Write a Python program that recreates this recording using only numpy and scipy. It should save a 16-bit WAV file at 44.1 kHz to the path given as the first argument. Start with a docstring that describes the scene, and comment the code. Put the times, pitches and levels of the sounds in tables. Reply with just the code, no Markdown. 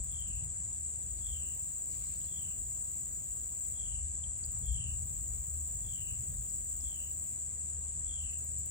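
"""A far chorus of cicadas drones at once, while a katydid close by ticks and buzzes in turn: a still, hot swamp.
The drone is noise in a tymbal resonance; the katydid is rasp noise and ringing modes gated stroke by stroke.
A wren repeats a falling roll of slurred whistles, scattered by the trees. Dry clicks and a brief rustle are
filtered noise; wind noise thumps and flutters on the microphones, a low sine hum comes and goes.
A thin insect sizzle and a steady outdoor hiss lie behind. Two close microphones differ in phase and level."""
import sys
import numpy as np
from scipy import signal
from scipy.fft import rfft, irfft, next_fast_len
from scipy.io import wavfile
from scipy.ndimage import uniform_filter1d, map_coordinates

SR = 44100
rng = np.random.default_rng(int(sys.argv[2]) if len(sys.argv) > 2 else 0)


def persist_wave(psi):
    """Save psi, clipped to +-1, as 16-bit WAV."""
    counts = np.round(np.clip(psi, -1, 1) * 32767).astype(np.int16)
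    wavfile.write(sys.argv[1], SR, np.atleast_2d(counts).T)


N = 383890
T = np.arange(N) / SR  # time [s]

# left-right correlation of the insects before the microphones: (frequency [Hz], correlation [-1 to 1])
INSECT_CORRELATION = [(6300, 0.43), (7000, 0.75), (8000, 0.91), (9000, 1), (9600, 1), (12300, 1),
                      (12500, 0.43), (15500, 0.92)]


def amp(db):
    """Level in decibels to amplitude ratio."""
    return 10 ** (np.asarray(db) / 20)


def unit(x):
    """Normalization to an rms of 1."""
    return x / np.sqrt(np.mean(x ** 2) + 1e-20)


def along(points, hz):
    """Linear interpolation of (frequency [Hz], value) points on a logarithmic frequency axis."""
    f, v = np.transpose(points)
    return np.interp(np.log(hz + 1), np.log(f + 1), v)


def curves(rows):
    """Linear interpolation in time: one value per sample for each column after the time."""
    seconds, *columns = np.transpose(rows)
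    return [np.interp(T, seconds, column) for column in columns]


def wobble(rate):
    """Slow random modulation: a smooth spline through random knots, rate of them a second."""
    knots = rng.standard_normal(int(N * rate / SR) + 4)
    return map_coordinates(knots, [T * rate])


def filtered(x, response):
    """Linear filtering: the spectrum of x times a complex response of frequency."""
    m = next_fast_len(N + SR // 2)
    return irfft(rfft(x, m) * response(np.fft.rfftfreq(m, 1 / SR)), m)[..., :N]


def rush(spectrum, correlation, patchy_db=0):
    """Partly coherent stereo noise of rms 1: a mid-side mix sets the correlation, random gains the patches."""
    z = signal.stft(rng.standard_normal((2, N)), nperseg=512)[2]
    patches = rng.standard_normal(z.shape[1:])
    for axis in (0, 1):
        patches = uniform_filter1d(patches, size=6, axis=axis)
    pair = signal.istft(z * amp(patchy_db * unit(patches)), nperseg=512)[1][:, :N]

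    def response(hz):
        # mid power minus side power is the cosine of twice this angle
        angle = np.arccos(np.clip(along(correlation, hz), -1, 1)) / 2
        return amp(along(spectrum, hz)) * [np.cos(angle), np.sin(angle)]

    mid, side = filtered(pair, response)
    return unit(np.array([mid + side, mid - side]))


def trees(x, t60, shared_power):
    """Diffuse scattering by trunks and water: exponentially decaying noise, partly shared by both microphones."""
    t = np.arange(SR // 2) / SR
    envelope = amp(-60 * t / t60) * (1 - np.exp(-t / 0.0089))
    shared, left, right = rng.standard_normal((3, len(t))) * envelope
    share = np.clip(shared_power, 0, 1)
    tail = np.sqrt(share) * shared + np.sqrt(1 - share) * np.array([left, right])
    return signal.oaconvolve(x[None], tail / np.linalg.norm(shared), axes=1)[:, :N]


def cicadas():
    """Incoherent superposition: so many tymbals click at once that they melt into noise in the body resonance."""
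    # resonance of tymbal and body: (frequency [Hz], relative level [dB])
    tymbal = [(5000, -120), (6100, -43.5), (6400, -31), (6800, -11), (7200, -3), (7500, 0), (7900, 1.54),
              (8100, -6), (8500, -15), (9000, -22.5), (9600, -42.5), (10300, -29.5), (12000, -52)]
    chorus_db = -39
    return amp(chorus_db) * rush(tymbal, INSECT_CORRELATION, patchy_db=0.81)


def katydid():
    """Stridulation: each wing stroke drags a file over a scraper, a short rasp that also rings the membrane."""
    # buzzes: (start [s], start of fade [s], level [dB], swell [s], softening at the start [dB])
    buzzes = [(0.5, 3.72, -55, .9, 10), (4.868, 7.33, -54.5, 0.26, 4.5)]
    # single strokes before and after the buzzes: (time [s], gate level [dB])
    ticks = [(0.0355, -50.5), (0.1145, -50.5), (0.1974, -53.5), (0.2768, -52.5), (0.3551, -53),
             (0.4386, -54.5), (4.375, -54.5), (4.4516, -50.5), (4.5157, -51), (4.5845, -50), (4.655, -51.5),
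             (4.7176, -51.5), (8.2147, -54.5), (8.309, -53.5), (8.3804, -51.5), (8.4412, -48.5),
             (8.513, -53.5), (8.5839, -51.5), (8.6547, -50)]
    # wing beat of each buzz: (moment of one stroke [s], stroke rate there [1/s], slowing [1/s per s])
    wing_beat = [(2.2094, 42.55, 0), (6.1038, 42.3, .3)]
    # rasp of the file: (frequency [Hz], relative level [dB])
    wing_colour = [(7000, -120), (9000, -29), (9800, -14), (10300, -12.5), (11400, -3.5), (12200, -13),
                   (13000, -10), (13600, -4.5), (14200, -10.5), (14600, -2.5), (15100, -0.5), (15600, -10),
                   (16000, -15)]
    # membrane modes: (mean frequency [Hz], level before the random spread [dB])
    wing_modes = [(11400, -6.5), (13100, -8.5), (15100, -3)]
    buzz_fade_s = .06

    # strokes so far, numbered apart for each buzz
    (first, *_), (second, *_) = wing_beat
    early, late = [rate * (T - s) - slowing * (T - s) ** 2 / 2 for s, rate, slowing in wing_beat]
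    count = np.where(T < (first + second) / 2, early, late + 200)
    stroke = np.round(count).astype(int)
    # sounds for about half of each stroke
    closing = np.clip(np.cos(2 * np.pi * count) + .15, 0, .8) / .8

    effort = 0
    for start, end, db, swell, soft_db in buzzes:
        swelling = amp(db - soft_db * np.clip(1 - (T - start) / swell, 0, 1))
        fading = np.clip(1 + (end - T) / buzz_fade_s, 0, 1) ** 2
        effort = effort + swelling * (T > start) * fading
    gate = effort * closing * amp(1.1 * rng.standard_normal(400)[stroke])
    for s, db in ticks:
        rise, fall = (T - s + 0.0018) / .005, (s + 0.012 - T) / .005
        gate = gate + amp(db) * np.clip(np.minimum(rise, fall), 0, 1)

    # the membrane rings a little differently on every stroke
    ring = 0
    for hz, db in wing_modes:
        detune, strength = rng.standard_normal((2, 400))[:, stroke]
        pitch = hz * (1 + 0.016 * detune + 0.01 * wobble(250))
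        ring = ring + amp(db + 4 * strength) * np.sin(2 * np.pi * np.cumsum(pitch) / SR)
    rasp = rush(wing_colour, INSECT_CORRELATION, patchy_db=1.5) + amp(-4) * ring

    # leaves nearby scatter every stroke into a short fading rasp: its energy decays with a t60 of 0.3 s
    decay = amp(-60 * np.arange(SR // 4) / SR / .3) ** 2
    energy = signal.fftconvolve(gate ** 2, decay / np.sum(decay))[:N]
    scatter = np.sqrt(np.abs(energy))
    return gate * rasp + amp(-1.5) * scatter * rush(wing_colour, INSECT_CORRELATION, patchy_db=1.5)


def wren():
    """Frequency modulation: a roll of rising slurs that slows, widens and sinks, heard through the trees."""
    # calls: (first note [s], time scale of the roll [ratio], length [s], middle of the sinking after the
    # first note [s], half-width of the sinking [s], low pitch [Hz], level [dB], growth over the call [dB])
    calls = [(0.093, .98, 0.32, 0.13, 0.088, 2705, -55.5, 0),
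             (1.218, 0.87, .35, 0.13, 0.058, 2790, -55.5, -1),
             (2.269, .98, 0.28, .135, .065, 2770, -56.5, 1), (3.741, .98, 0.26, 0.121, 0.081, 2795, -55, 3),
             (4.634, 0.94, 0.31, .13, .09, 2766, -52.5, 2), (5.833, 1, .335, 0.11, 0.06, 2795, -55, 0.5),
             (6.821, .98, 0.25, 0.106, 0.059, 2815, -54.5, 6),
             (8.063, 0.95, 0.3, 0.13, 0.07, 2710, -54.5, -0.5)]
    high_hz = 3410  # the roll sinks from here, fastest in the middle
    edge_db, attack_s, release_s = 9.5, 0.039, .05  # softer at both ends

    k = np.arange(14)  # notes in a full roll
    gaps = np.minimum(.017 * 1.09 ** k, .031)  # s, before the time scale
    lengths = np.minimum(.008 + .002 * k, .026)  # s
    rises = np.minimum(280 + 52.4 * k, 686)  # Hz
    heard = 0
    for start, pace, span, middle, sink, low_hz, level_db, growth_db in calls:
        voice = np.zeros(N + SR)
        onsets = pace * (np.cumsum(gaps) - gaps)
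        for after, length, rise_hz in zip(onsets, lengths, rises):
            u = np.linspace(0, 1, int(length * SR))
            pitch = low_hz + (high_hz - low_hz) * (1 - np.tanh((after - middle) / sink)) / 2
            hz = pitch * (1 + rng.normal(0, .008)) + rise_hz * (u ** .8 - .6)
            note = np.sin(np.pi * u) * np.sin(2 * np.pi * np.cumsum(hz) / SR)
            edge = max(0, 1 - after / attack_s, 1 - (span - after) / release_s)
            db = level_db + growth_db * (after / span - .5) - edge_db * edge + rng.normal(0, 1.6)
            begin = int((start + after - length / 2) * SR)
            voice[begin:][:len(u)] += (after < span) * amp(db) * note
        # the bird turns between calls, so each gets echoes of its own
        heard = heard + voice[:N] + amp(-1.5) * trees(voice[:N], t60=.28, shared_power=.7)
    return amp([[-1.5], [1.5]]) * heard


def clicks():
    """Impulsive excitation of a narrow resonance: small dry bursts of noise nearby, with scattered echoes."""
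    # clicks: (time [s], level [dB], ring [Hz], left-right [dB], t60 of the burst [s],
    # half-width of the band [share of the ring])
    bursts = [(0.7294, -56, 6180, -1, 0.045, 0.13), (1.1777, -55, 4630, 8, 0.045, 0.23),
              (2.2089, -59, 3080, 11, 0.05, 0.14), (2.2423, -55, 4660, 7, 0.045, 0.14),
              (3.0949, -62, 6200, 1, 0.045, 0.11), (4.236, -47, 3200, -10, 0.016, 0.072),
              (4.4383, -45, 4750, -9, 0.013, 0.093), (6.4892, -50, 5400, -5.0, 0.045, 0.13),
              (6.5575, -54, 6160, -8, 0.049, 0.17), (6.806, -43, 5900, -8, 0.025, 0.16)]
    out, t = np.zeros((2, N + SR)), np.arange(SR // 10) / SR
    for s, db, hz, pan_db, t60, width in bursts:
        band = signal.butter(3, [hz * (1 - width), hz * (1 + width)], "band", fs=SR, output="sos")
        envelope = amp(-60 * t / t60) * (1 - np.exp(-t / 0.0034))
        burst = signal.sosfilt(band, rng.standard_normal(len(t)) * envelope)
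        gain = amp(db - 1.5 + np.array([[pan_db], [-pan_db]]) / 2)
        out[:, int(s * SR):][:, :len(t)] += gain * burst / np.abs(burst).max()
    # the left channel feeds the echoes
    return out[:, :N] + amp(-3.5) * trees(out[0, :N], t60=0.25, shared_power=0.46)


def rustle():
    """Amplitude-modulated band noise: one soft, uneven brush in the middle treble, sagging as it goes."""
    # colour of the brush: (frequency [Hz], relative level [dB])
    brush_colour = [(500, -120), (1500, -19), (2300, -5), (3400, -9), (4200, -3.5), (5500, -5), (6500, -2),
                    (7500, -29), (9500, -120)]
    start, end, fade_s = 1.93, 2.21, 0.073  # s, fading in before the start and out after the end
    start_db, sag_db_per_s = -63, 15
    shape = np.clip(np.minimum(T - start, end - T) / fade_s + 1, 0, 1) ** 2
    level_db = start_db - sag_db_per_s * (T - start) + 1.9 * wobble(40.3)
    return shape * amp(level_db) * rush(brush_colour, [(3000, 0.22)], patchy_db=3.0)


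def wind():
    """Turbulent pressure on the microphones: puffs thump in the bass and flutter higher up, swaying sideways."""
    # course of the wind: (time [s], thump level before the puffs [dB], flutter level [dB])
    gusts = [(0.0, -39, -53), (0.07, -53, -48.5), (0.26, -46, -62), (0.43, -49.5, -44.5),
             (0.85, -60, -60.5), (1.19, -48.5, -58), (1.82, -60.5, -65), (1.91, -54.5, -55.5),
             (3.71, -56, -59.5), (4.02, -45, -55), (4.34, -49.5, -57.5), (4.6, -54, -50), (4.72, -37, -47),
             (4.77, -39.5, -46), (4.82, -48.5, -46.5), (5.67, -49.5, -57.5), (5.74, -43.5, -52),
             (6.27, -54, -49.5), (6.4, -41.5, -46.5), (6.44, -56, -54), (6.71, -47.5, -61.5),
             (7.22, -63.5, -60.5), (8.29, -46.5, -65), (8.38, -67, -61), (8.58, -53, -49), (8.7, -59, -62)]
    # colours of the two layers: (frequency [Hz], relative level [dB])
    thump_colour = [(15, -41), (25, -27.5), (32, -13), (40, 2), (50, 7), (62, 7), (80, -6.5), (100, -9),
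                    (140, -42.5), (250, -120)]
    flutter_colour = [(41, -33.5), (70, -1.5), (119, -3.5), (150, -9.5), (300, -39), (390, -62.5),
                      (660, -120)]
    mean_pan_db, sway_db, puff_db = 4, 2, 2  # left-right, its wandering, quick puffs
    thump_db, flutter_db = curves(gusts)
    pan_db = mean_pan_db + sway_db * wobble(4)
    thump = amp(thump_db + puff_db * wobble(4.9)) * rush(thump_colour, [(40, 0.99), (90, 0.96)], patchy_db=1.5)
    flutter = amp(flutter_db) * rush(flutter_colour, [(90, 0.82), (200, 1.0)], patchy_db=0.5)
    return amp(np.array([pan_db, -pan_db]) / 2) * (thump + flutter)


def hum():
    """Near-periodic oscillation: a low sine of slightly wavering frequency that comes and goes in level."""
    # course of the hum: (time [s], rms level before the random wavering [dB])
    hum_level = [(0.0, -53), (1.19, -54.5), (1.35, -45), (1.6, -64), (2.25, -57), (3.51, -65.5),
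                 (4.04, -47.5), (4.36, -62), (4.43, -53.5), (5.04, -44.5), (5.11, -60), (5.6, -46),
                 (5.79, -58.5), (6.4, -52.5), (6.47, -72), (6.57, -54.5), (8.63, -48.5), (8.7, -53)]
    mean_hz = 73.74
    level_db, = curves(hum_level)
    phase = 2 * np.pi * np.cumsum(mean_hz + 0.47 * wobble(3.6)) / SR
    tone = np.sqrt(2) * np.sin(phase)  # rms 1
    return amp(level_db + 1.8 * wobble(5)) * tone * amp([[1.5], [-1.5]])


def far_insects():
    """Incoherent superposition in the top octave: a thin sizzle of small insects, swelling and sinking."""
    # course of the sizzle: (time [s], level [dB])
    sizzle_level = [(0, -71.5), (.6, -72.5), (3.8, -64.5), (4.35, -71), (4.8, -69.5), (7.4, -63.5),
                    (8.0, -67.5), (8.7, -71)]
    # its colour: (frequency [Hz], relative level [dB])
    sizzle_colour = [(7500, -120), (9500, -18.5), (10300, -9.5), (11800, -20), (12800, -11.5), (14000, 3.5),
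                     (15000, 3.5), (15900, -7)]
    level_db, = curves(sizzle_level)
    return amp(level_db) * rush(sizzle_colour, INSECT_CORRELATION, patchy_db=2.5)


def air():
    """Stationary broadband noise: the steady outdoor hiss, strongest in the bass."""
    # colour of the hiss: (frequency [Hz], relative level [dB])
    air_colour = [(59, -23), (100, -4), (157, -8.5), (205, -14), (322, -19.5), (584, -23.5), (1500, -31),
                  (3180, -32.5), (3720, -35.5), (4500, -36), (5460, -37), (5850, -47), (6500, -33),
                  (8450, -44.5), (14300, -120)]
    # left-right correlation before the microphones: (frequency [Hz], correlation [-1 to 1])
    air_correlation = [(100, 0.53), (250, 0.11), (600, 0.33), (1000, 0.13), (5000, 0.05)]
    level_db = -57.5
    return amp(level_db) * rush(air_colour, air_correlation, patchy_db=1.75)


def scene():
    """Linear superposition of all sources."""
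    animals = cicadas() + katydid() + wren()
    return animals + clicks() + rustle() + wind() + hum() + far_insects() + air()


def record(dry):
    """Interchannel phase and level differences of two close microphones, below a sharp band limit."""
    # phase by which left leads right: (frequency [Hz], lead [rad])
    phase_lead = [(40, 0), (260, 0.1), (600, -2.5), (2700, -3), (3100, -2.2), (3500, -1.2), (4900, -2.5),
                  (6200, 0), (7060, 1.9831), (8790, 2), (9600, np.pi), (12300, np.pi), (12500, 3.5),
                  (15600, 5)]
    # level of left over right: (frequency [Hz], difference [dB])
    level_tilt = [(200, 0), (500, -1.1), (1800, 0), (3000, -1.1), (5500, -.6), (6600, 2.5), (7800, 3.5),
                  (9000, .1), (9600, 0), (12300, 0)]
    top_hz = 15830

    def response(hz):
        # each microphone takes half of the difference
        half = amp(along(level_tilt, hz) / 2) * np.exp(.5j * along(phase_lead, hz))
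        return np.array([half, 1 / half]) * (hz < top_hz)

    return filtered(dry, response)


dry = scene()
out = record(dry)
persist_wave(out)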